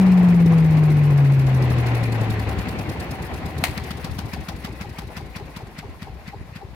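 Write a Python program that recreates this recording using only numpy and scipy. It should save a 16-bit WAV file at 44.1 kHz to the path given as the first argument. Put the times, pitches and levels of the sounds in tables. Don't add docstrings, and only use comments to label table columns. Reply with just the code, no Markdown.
import sys
import numpy as np
from scipy import signal
from scipy.fft import rfft, irfft
from scipy.io import wavfile
from scipy.ndimage import uniform_filter1d, map_coordinates

SR = 44100
rng = np.random.default_rng(int(sys.argv[2]) if len(sys.argv) > 2 else 0)


def waveform_to_disk(signal):
    frames = np.transpose(np.atleast_2d(signal))
    scaled = np.clip(frames, -1, 1) * 32767
    samples = np.round(scaled).astype(np.int16)
    wavfile.write(sys.argv[1], SR, samples)


def decibels_to_gain(level_db):
    exponent = np.asarray(level_db, float) / 20
    return 10 ** exponent


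N = 297656
TIME_S = np.arange(N) / SR
RELEASE_S = 3.638

# [t/s, speed/rpm]
SPEED_RPM = [(0.0, 2269.0), (0.6, 1935.0), (1.2, 1687.0), (1.8, 1462.0), (2.4, 1275.0), (3.0, 1105.0),
             (3.6, 958.0), (4.2, 828.0), (4.8, 708.0), (5.4, 599.0), (6.0, 490.0), (6.75, 381.0)]
# [t/s, nearness to open side/dB, left over right/dB, left lag/us]
WALK = [(0, 1.5, 2.5, 20), (.3, .3, 2, 38.5), (.8, 2.4, 2.5, 52), (1.3, 2.5, 2, 65), (1.75, 9, 2, 83.5),
        (2.2, 8.5, 2.5, 102), (2.7, 8.5, 1.8, -110), (3.2, 7, 2, -110), (3.7, 7.5, 2.5, 38),
        (4.15, 4.5, 4, -30), (4.7, 5, 2.5, -21), (5.2, 5, 3, 11), (5.9, 5.5, 2.5, -20),
        (6.75, 6.5, 3.5, -46)]
# [f/Hz, level/dB]
HOSE_RUSH = [(900, -11), (1400, -1), (2000, 3), (2600, 0), (3100, -8.5), (4300, -15.5), (5500, -20.5),
             (8000, -26.5)]
# [f/Hz, width/Hz, level/dB]
SHELL_MODES = [(255, 25, -38), (320, 25, -39), (430, 20, -36), (495, 22, -34), (770, 40, -36),
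               (1050, 40, -40)]


def unit(x):
    return x / np.sqrt(np.mean(x ** 2) + 1e-20)


def along(points, hz):
    f, v = np.transpose(points)
    return np.interp(np.log(hz + 1), np.log(f + 1), v)


def curves(rows):
    s, *cols = np.transpose(rows)
    return [np.interp(TIME_S, s, c) for c in cols]


def wobble(rate_hz):
    knots = rng.standard_normal(int(N * rate_hz / SR) + 4)
    return map_coordinates(knots, [np.arange(N) * rate_hz / SR])


def rush(gain, patchy_db=2.2):
    # [f/Hz, correlation]
    alike = [(40, 0.13), (70, 0.3), (150, 0.88), (380, 0.95), (950, 0.43), (2400, 0.11), (6000, 0.076),
             (15000, 0.083)]
    z = signal.stft(rng.standard_normal((2, N)), nperseg=512)[2]
    field = uniform_filter1d(rng.standard_normal(z.shape[1:]), size=5, axis=0)
    field = uniform_filter1d(field, size=6, axis=1)
    pair = signal.istft(z * decibels_to_gain(patchy_db * unit(field)), nperseg=512)[1][:, :N]
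    hz = np.fft.rfftfreq(N, 1 / SR)
    turn = np.arccos(np.clip(along(alike, hz), -1, 1)) / 2
    mid, side = irfft(rfft(pair) * gain(hz) * [np.cos(turn), np.sin(turn)], N)
    return unit(np.array([mid + side, mid - side]))


def shaped(spectrum):
    below, above = (spectrum[0][0] / 2, -120), (spectrum[-1][0] * 2, -120)
    return lambda hz: decibels_to_gain(along([below, *spectrum, above], hz))


def peaks(modes, hz):
    return sum(decibels_to_gain(db) * w * hz / np.hypot(c * c - hz * hz, hz * w) for c, w, db in modes)


def cycle():
    start_cycles = -.2526
    return start_cycles + np.cumsum(curves(SPEED_RPM)[0]) / 120 / SR


def slowing():
    rpm, = curves(SPEED_RPM)
    speed_db = 20 * np.log10(rpm / rpm[0])
    return speed_db, np.minimum(speed_db - speed_db[round(RELEASE_S * SR)], 0)


def law(*names):
    # [full-speed level/dB, speed slope/(dB/dB), nearness slope/(dB/dB),
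    # step at the snap/dB, added speed slope after it/(dB/dB)]
    laws = dict(rumble=(-31, 1.55, 0.66, -1.2, 0.17), roar=(-36, 1.33, 0.6435, -0.6, 0.1),
            hose=(-39, 1.43, 0.9752, 0.7, 0.24), hiss=(-54, 0.7, 1.08, 4.5, 1.8),
            exhaust=(-36, -0.46, 1.33, 2.6, 1.2), intake=(-38, -0.1, 1.26, -0.5, 3),
            puff=(-45.5, -0.04, 0.75, -1.5, 3), breath=(-50.5, 0.03, 0.12, .3, 2.1),
            deck=(-69, -0.17, 2.5, -0.8, 2.2), cowl=(-56, 1.4, 0.1, 3, -1.54))
    speed_db, since_db = slowing()
    drives = np.array([np.ones(N), speed_db, curves(WALK)[0], since_db < 0, since_db])
    return [np.dot(laws[name], drives) for name in names]


def stroke(turns, at, rise, fall, spread_db=1.2):
    u = (turns - at + .5) % 1 - .5
    size = decibels_to_gain(spread_db * rng.standard_normal(80))[np.floor(turns - at + 1.5).astype(int)]
    return size * np.exp(-.5 * (u / np.where(u < 0, rise, fall)) ** 2)


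def passes(turns, at, db, spread_db=1.2):
    marks = np.zeros(N)
    where = np.flatnonzero(np.diff(np.floor(turns - at)))
    marks[where] = decibels_to_gain(db[where] + spread_db * rng.standard_normal(80)[:len(where)])
    return marks


def thump(marks, hz, cycles, lean_rad):
    t = np.arange(-1500, 1501) / SR
    swing = np.cos(2 * np.pi * hz * t + lean_rad) * np.exp(-.5 * (t * hz / cycles) ** 2)
    return signal.fftconvolve(marks, swing, "same")


def yard():
    # [f/Hz, level/dB]
    yard_hiss = [(1760, -32), (3000, -3), (4160, 0), (8140, -12), (11800, -10.5), (15100, -16),
                 (15900, -20)]
    return decibels_to_gain(-61.2) * rush(shaped(yard_hiss))


def panels():
    panel_hz = (758.5, 1051)
    sound = 0
    for hz, db in zip(panel_hz, law("deck", "cowl")):
        tone = np.sin(2 * np.pi * np.cumsum(hz + 6 * wobble(30)) / SR)
        sound = sound + np.sqrt(2) * decibels_to_gain(db + wobble(18)) * tone
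    return sound


def gulps():
    # [t/s, level/dB, push 1 or pull -1]
    gulp_events = [(3.45, -28, 1), (3.588, -22, -1), (3.597, -20, 1), (4.122, -22, -1), (4.169, -23.5, 1),
                   (4.251, -23, 1), (4.259, -21.5, 1), (4.394, -24, 1), (4.726, -27, -1), (4.916, -25, 1),
                   (5.051, -34, 1), (5.075, -29, 1), (5.198, -29, 1), (5.911, -44, 1), (6.411, -27, 1),
                   (6.495, -30, -1), (6.528, -29, 1), (6.735, -34, -1)]
    s, db, way = np.transpose(gulp_events)
    marks = np.zeros(N)
    marks[np.round(s * SR).astype(int)] = decibels_to_gain(db) * np.sign(way)
    return thump(marks, hz=110, cycles=0.37, lean_rad=.4)


def clack():
    # [f/Hz, level/dB]
    crack_spectrum = [(240, -36), (400, -23), (752, -8.5), (1480, -9), (2280, 0), (3460, -12), (4290, -8.5),
                      (4780, -13.5), (5160, -16.5), (14700, -19), (15900, -25)]
    # [f/Hz, level/dB, t60/s]
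    lever_modes = [(725, 6.5, 0.042), (2080, 0.5, 0.11), (2680, -17, 0.25), (4200, -7, 0.11),
                   (4670, -25, 5.0)]
    t = np.maximum(TIME_S - RELEASE_S, 0)
    start = 1 - np.exp(-t / 0.00052)
    ring = sum(decibels_to_gain(db - 60 * t / min(t60, .08)) * np.sin(2 * np.pi * hz * t) for hz, db, t60 in lever_modes)
    decay = decibels_to_gain(-17.0 - 60 * t / 0.039) + decibels_to_gain(-22.0 - 60 * t / 0.2)
    rattle_db = 2.4 * wobble(500)
    steel = rush(shaped(crack_spectrum), patchy_db=0) * decibels_to_gain([[1.2], [-1.2]] + rattle_db)
    mark = np.zeros(N)
    mark[round(3.631 * SR)] = decibels_to_gain(-15)
    return start * (decibels_to_gain(-21.5) * ring + decay * steel) + thump(mark, hz=180, cycles=0.36, lean_rad=1.1)


def gurgle(turns, level_db):
    # [f/Hz, wander/Hz, level/dB]
    throat = [(400, 22, -4), (805, 35, 0)]
    froth = .4
    sound = 0
    for (hz, wander_hz, db), at, fall in zip(throat, (.765, .725), (.07, .04)):
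        phase = 2 * np.pi * np.cumsum(hz + wander_hz * wobble(120)) / SR
        bubbles = rush(lambda f: peaks([(hz, 220, 0)], f) ** 2, patchy_db=0)
        voice = (1 - froth / 2) * np.sin(phase) + froth * bubbles
        swell = stroke(turns, at, 0.019, fall, spread_db=0)
        sound = sound + decibels_to_gain(level_db + db + 3.5 + 2.2 * wobble(200)) * swell * voice
    return sound


def release(turns):
    # [level at the snap/dB, speed slope/(dB/dB), offset until the lifter seats/dB]
    open_laws = dict(pop=(-22, .45, 3.5), spit=(-30.5, 2.92, -9.5), chuff=(-34.5, 1.54, -6),
                 gurgle=(-35, 0.6, -14.5))
    # [f/Hz, level/dB]
    spit_spectrum = [(600, 1.5), (1300, 2.5), (2200, -11), (3200, -3.5), (4800, -2), (7000, -12.5),
                     (12000, -13), (16000, -17)]
    seat_s = .55
    seating = np.exp(-abs(TIME_S - RELEASE_S) / seat_s)
    since_db = slowing()[1]
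    levels = [db + slope * since_db + lack_db * seating for db, slope, lack_db in open_laws.values()]
    pop_db, spit_db, chuff_db, gurgle_db = levels
    on = TIME_S > RELEASE_S + .06
    marks = passes(turns, .538, pop_db, spread_db=0) * on
    pop = thump(marks, hz=169.0, cycles=0.48, lean_rad=1.5)
    echo = thump(marks, hz=103, cycles=0.68, lean_rad=0.47)
    pop += 0.29 * np.roll(echo, round(0.0103 * SR))
    spit = stroke(turns, 0.526, 0.017, 0.034, spread_db=0)
    spit += 0.29 * stroke(turns, 0.532, 0.042, 0.22, spread_db=0)
    spit *= decibels_to_gain(spit_db + 3.5 + 2.7 * wobble(420))
    chuff = decibels_to_gain(chuff_db + 2.5 * wobble(180)) * stroke(turns, 0.54, rise=.085, fall=.075)
    air = spit * rush(shaped(spit_spectrum), patchy_db=1.0) + chuff * rush(shaped(HOSE_RUSH))
    return pop + on * (air + gurgle(turns, gurgle_db))


def valves(turns):
    # [f/Hz, level/dB]
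    puff_spectrum = [(3500, 4.5), (5000, 3.5), (6000, -0.5), (8000, -2.5), (11000, -2.5), (13500, -4.5),
                     (15800, -11)]
    # [f/Hz, level/dB]
    breath_spectrum = [(3500, -2), (5000, 2), (7500, -6.5), (9500, -1), (10800, 0.5), (12500, -1.5),
                       (15800, -3.5)]
    out_db, in_db, puff_db, breath_db = law("exhaust", "intake", "puff", "breath")
    cycles_hz = np.gradient(turns) * SR
    exhaust = thump(passes(turns, .797, out_db), hz=94.6, cycles=0.35, lean_rad=-.35)
    exhaust = np.roll(exhaust, round(.0105 * SR))
    intake = thump(passes(turns, 0.1313, in_db), hz=128, cycles=0.58, lean_rad=1.1)
    short = 0.015 + 0.0024 * cycles_hz
    puff = decibels_to_gain(puff_db) * stroke(turns, 0.011, short, 1.55 * short)
    breath = stroke(turns, 0.22, 0.046, 0.15)
    breath += .5 * stroke(turns, .39, 0.01, .015)
    breath += 0.23 * stroke(turns, 1.0, .015, 0.075)
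    breath += .42 * np.sqrt(cycles_hz / 19)
    breath *= decibels_to_gain(breath_db + .7 * wobble(200))
    return exhaust + intake + puff * rush(shaped(puff_spectrum)) + breath * rush(shaped(breath_spectrum))


def hose_colour(hz):
    # [f/Hz, width/Hz, level over the rush/dB]
    pipe_modes = [(1980, 23, -8), (2550, 48, -23), (4220, 87, 3.5)]
    return shaped(HOSE_RUSH)(hz) * (1 + .5 * peaks(pipe_modes, hz))


def draught(turns):
    # [f/Hz, level/dB]
    rumble_spectrum = [(15, -44), (25, -23), (59, -2.5), (86, -8), (157, -3), (267, -7), (408, -10.5),
                       (454, -14.5), (600, -22.5), (780, -37), (1320, -120)]
    # [f/Hz, level/dB]
    housing_roar = [(250, -14), (400, -11.5), (500, -4), (600, -3), (800, -2), (1050, -5), (1400, -13),
                    (2200, -31)]
    # [f/Hz, level/dB]
    hiss_spectrum = [(1760, -21), (3000, 13), (4340, 12), (5100, 2), (5510, -22), (6600, -13), (10500, -10),
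                     (13300, -25.5), (15900, -33)]
    rumble_db, roar_db, hose_db, hiss_db = law("rumble", "roar", "hose", "hiss")
    eddy = wobble(35)
    beat = np.cos(2 * np.pi * (turns - .1))
    chug_db = 4 * np.cos(2 * np.pi * (turns - .97))

    rumble_db = rumble_db + 3.5 + .65 * chug_db + 1.5 * wobble(45)
    rumble_db += 0.91 * np.cos(2 * np.pi * (2 * turns - .1))
    rumble = decibels_to_gain(rumble_db) * rush(shaped(rumble_spectrum), patchy_db=0)

    deck_db = -37.5 - 1.1 * TIME_S + 2.5 * wobble(11) + chug_db
    deck = decibels_to_gain(deck_db) * rush(lambda f: peaks([(62, 38, 0)], f) ** 2, patchy_db=0.8)

    roar_db = roar_db + 1.5 + 1.88 * eddy + 1.3 * np.cos(2 * np.pi * (2 * turns - .4))
    roar_gain = lambda f: shaped(housing_roar)(f) * (1 + decibels_to_gain(26.5) * peaks(SHELL_MODES, f))
    roar = decibels_to_gain(roar_db) * rush(roar_gain, patchy_db=0.43)

    hose_db = hose_db + 0.5 + 0.61 * eddy + 1.44 * wobble(150) + 0.21 * beat
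    hose = decibels_to_gain(hose_db) * rush(hose_colour, patchy_db=1.0)
    return rumble + deck + roar + hose + decibels_to_gain(hiss_db - 4.0) * rush(shaped(hiss_spectrum))


def fan_hum(turns):
    # [f/Hz, level/dB]
    outlet = [(32, -72), (80, -36.5), (92, -51), (106, -26.5), (122, -20.5), (140, -13.5), (153, -14.5),
              (178, -12.5)]
    # [multiple of the cycle rate, level/dB]
    shaft_orders = [(3, -45.5), (4, -53), (6, -39), (7, -36.5), (8, -45.5), (11, -42.5), (14, -63)]
    cycles_hz = np.gradient(turns) * SR
    lag_rad = -3.2 + 1.14 * TIME_S + 0.044 * wobble(29.0)
    blade_db = along(outlet, 10 * cycles_hz) + 0.27 * wobble(7.2)
    hum = np.sqrt(2) * decibels_to_gain(blade_db) * np.cos(2 * np.pi * 10 * turns + lag_rad)
    for k, db in shaft_orders:
        level = np.sqrt(2) * decibels_to_gain(db - 16 / k * TIME_S + 5.6 * wobble(2.87))
        hum += level * np.cos(2 * np.pi * k * turns + 2.0 * wobble(1.55))
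    for k in (20, 30, 40):
        level = peaks(SHELL_MODES, k * cycles_hz) ** 2
        level *= decibels_to_gain(31 - .9 * TIME_S ** 2 + 1.7 * wobble(7.36))
        hum += level * np.cos(2 * np.pi * k * turns + 0.43 * wobble(7.7))
    return hum


def scene():
    turns = cycle()
    _, pan_db, lag_us = curves(WALK)
    machine = panels() + gulps() + clack() + release(turns) + valves(turns) + draught(turns) + fan_hum(turns)
    left, right = machine * decibels_to_gain([pan_db / 2, -pan_db / 2])
    ahead = lag_us * SR / 1e6
    return np.array([left, map_coordinates(right, [np.arange(N) + ahead], order=5)]) + yard()


def band_limit(x):
    return signal.sosfilt(signal.butter(12, 16050, fs=SR, output="sos"), x)


def record(dry):
    hz = np.fft.rfftfreq(N, 1 / SR)
    bass_cut = hz ** 4 / np.hypot(hz ** 4, 50.0 ** 4)
    mix = irfft(rfft(dry) * (hz < 15870) * bass_cut, N)
    return band_limit(mix)


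dry = scene()
out = record(dry)
waveform_to_disk(out)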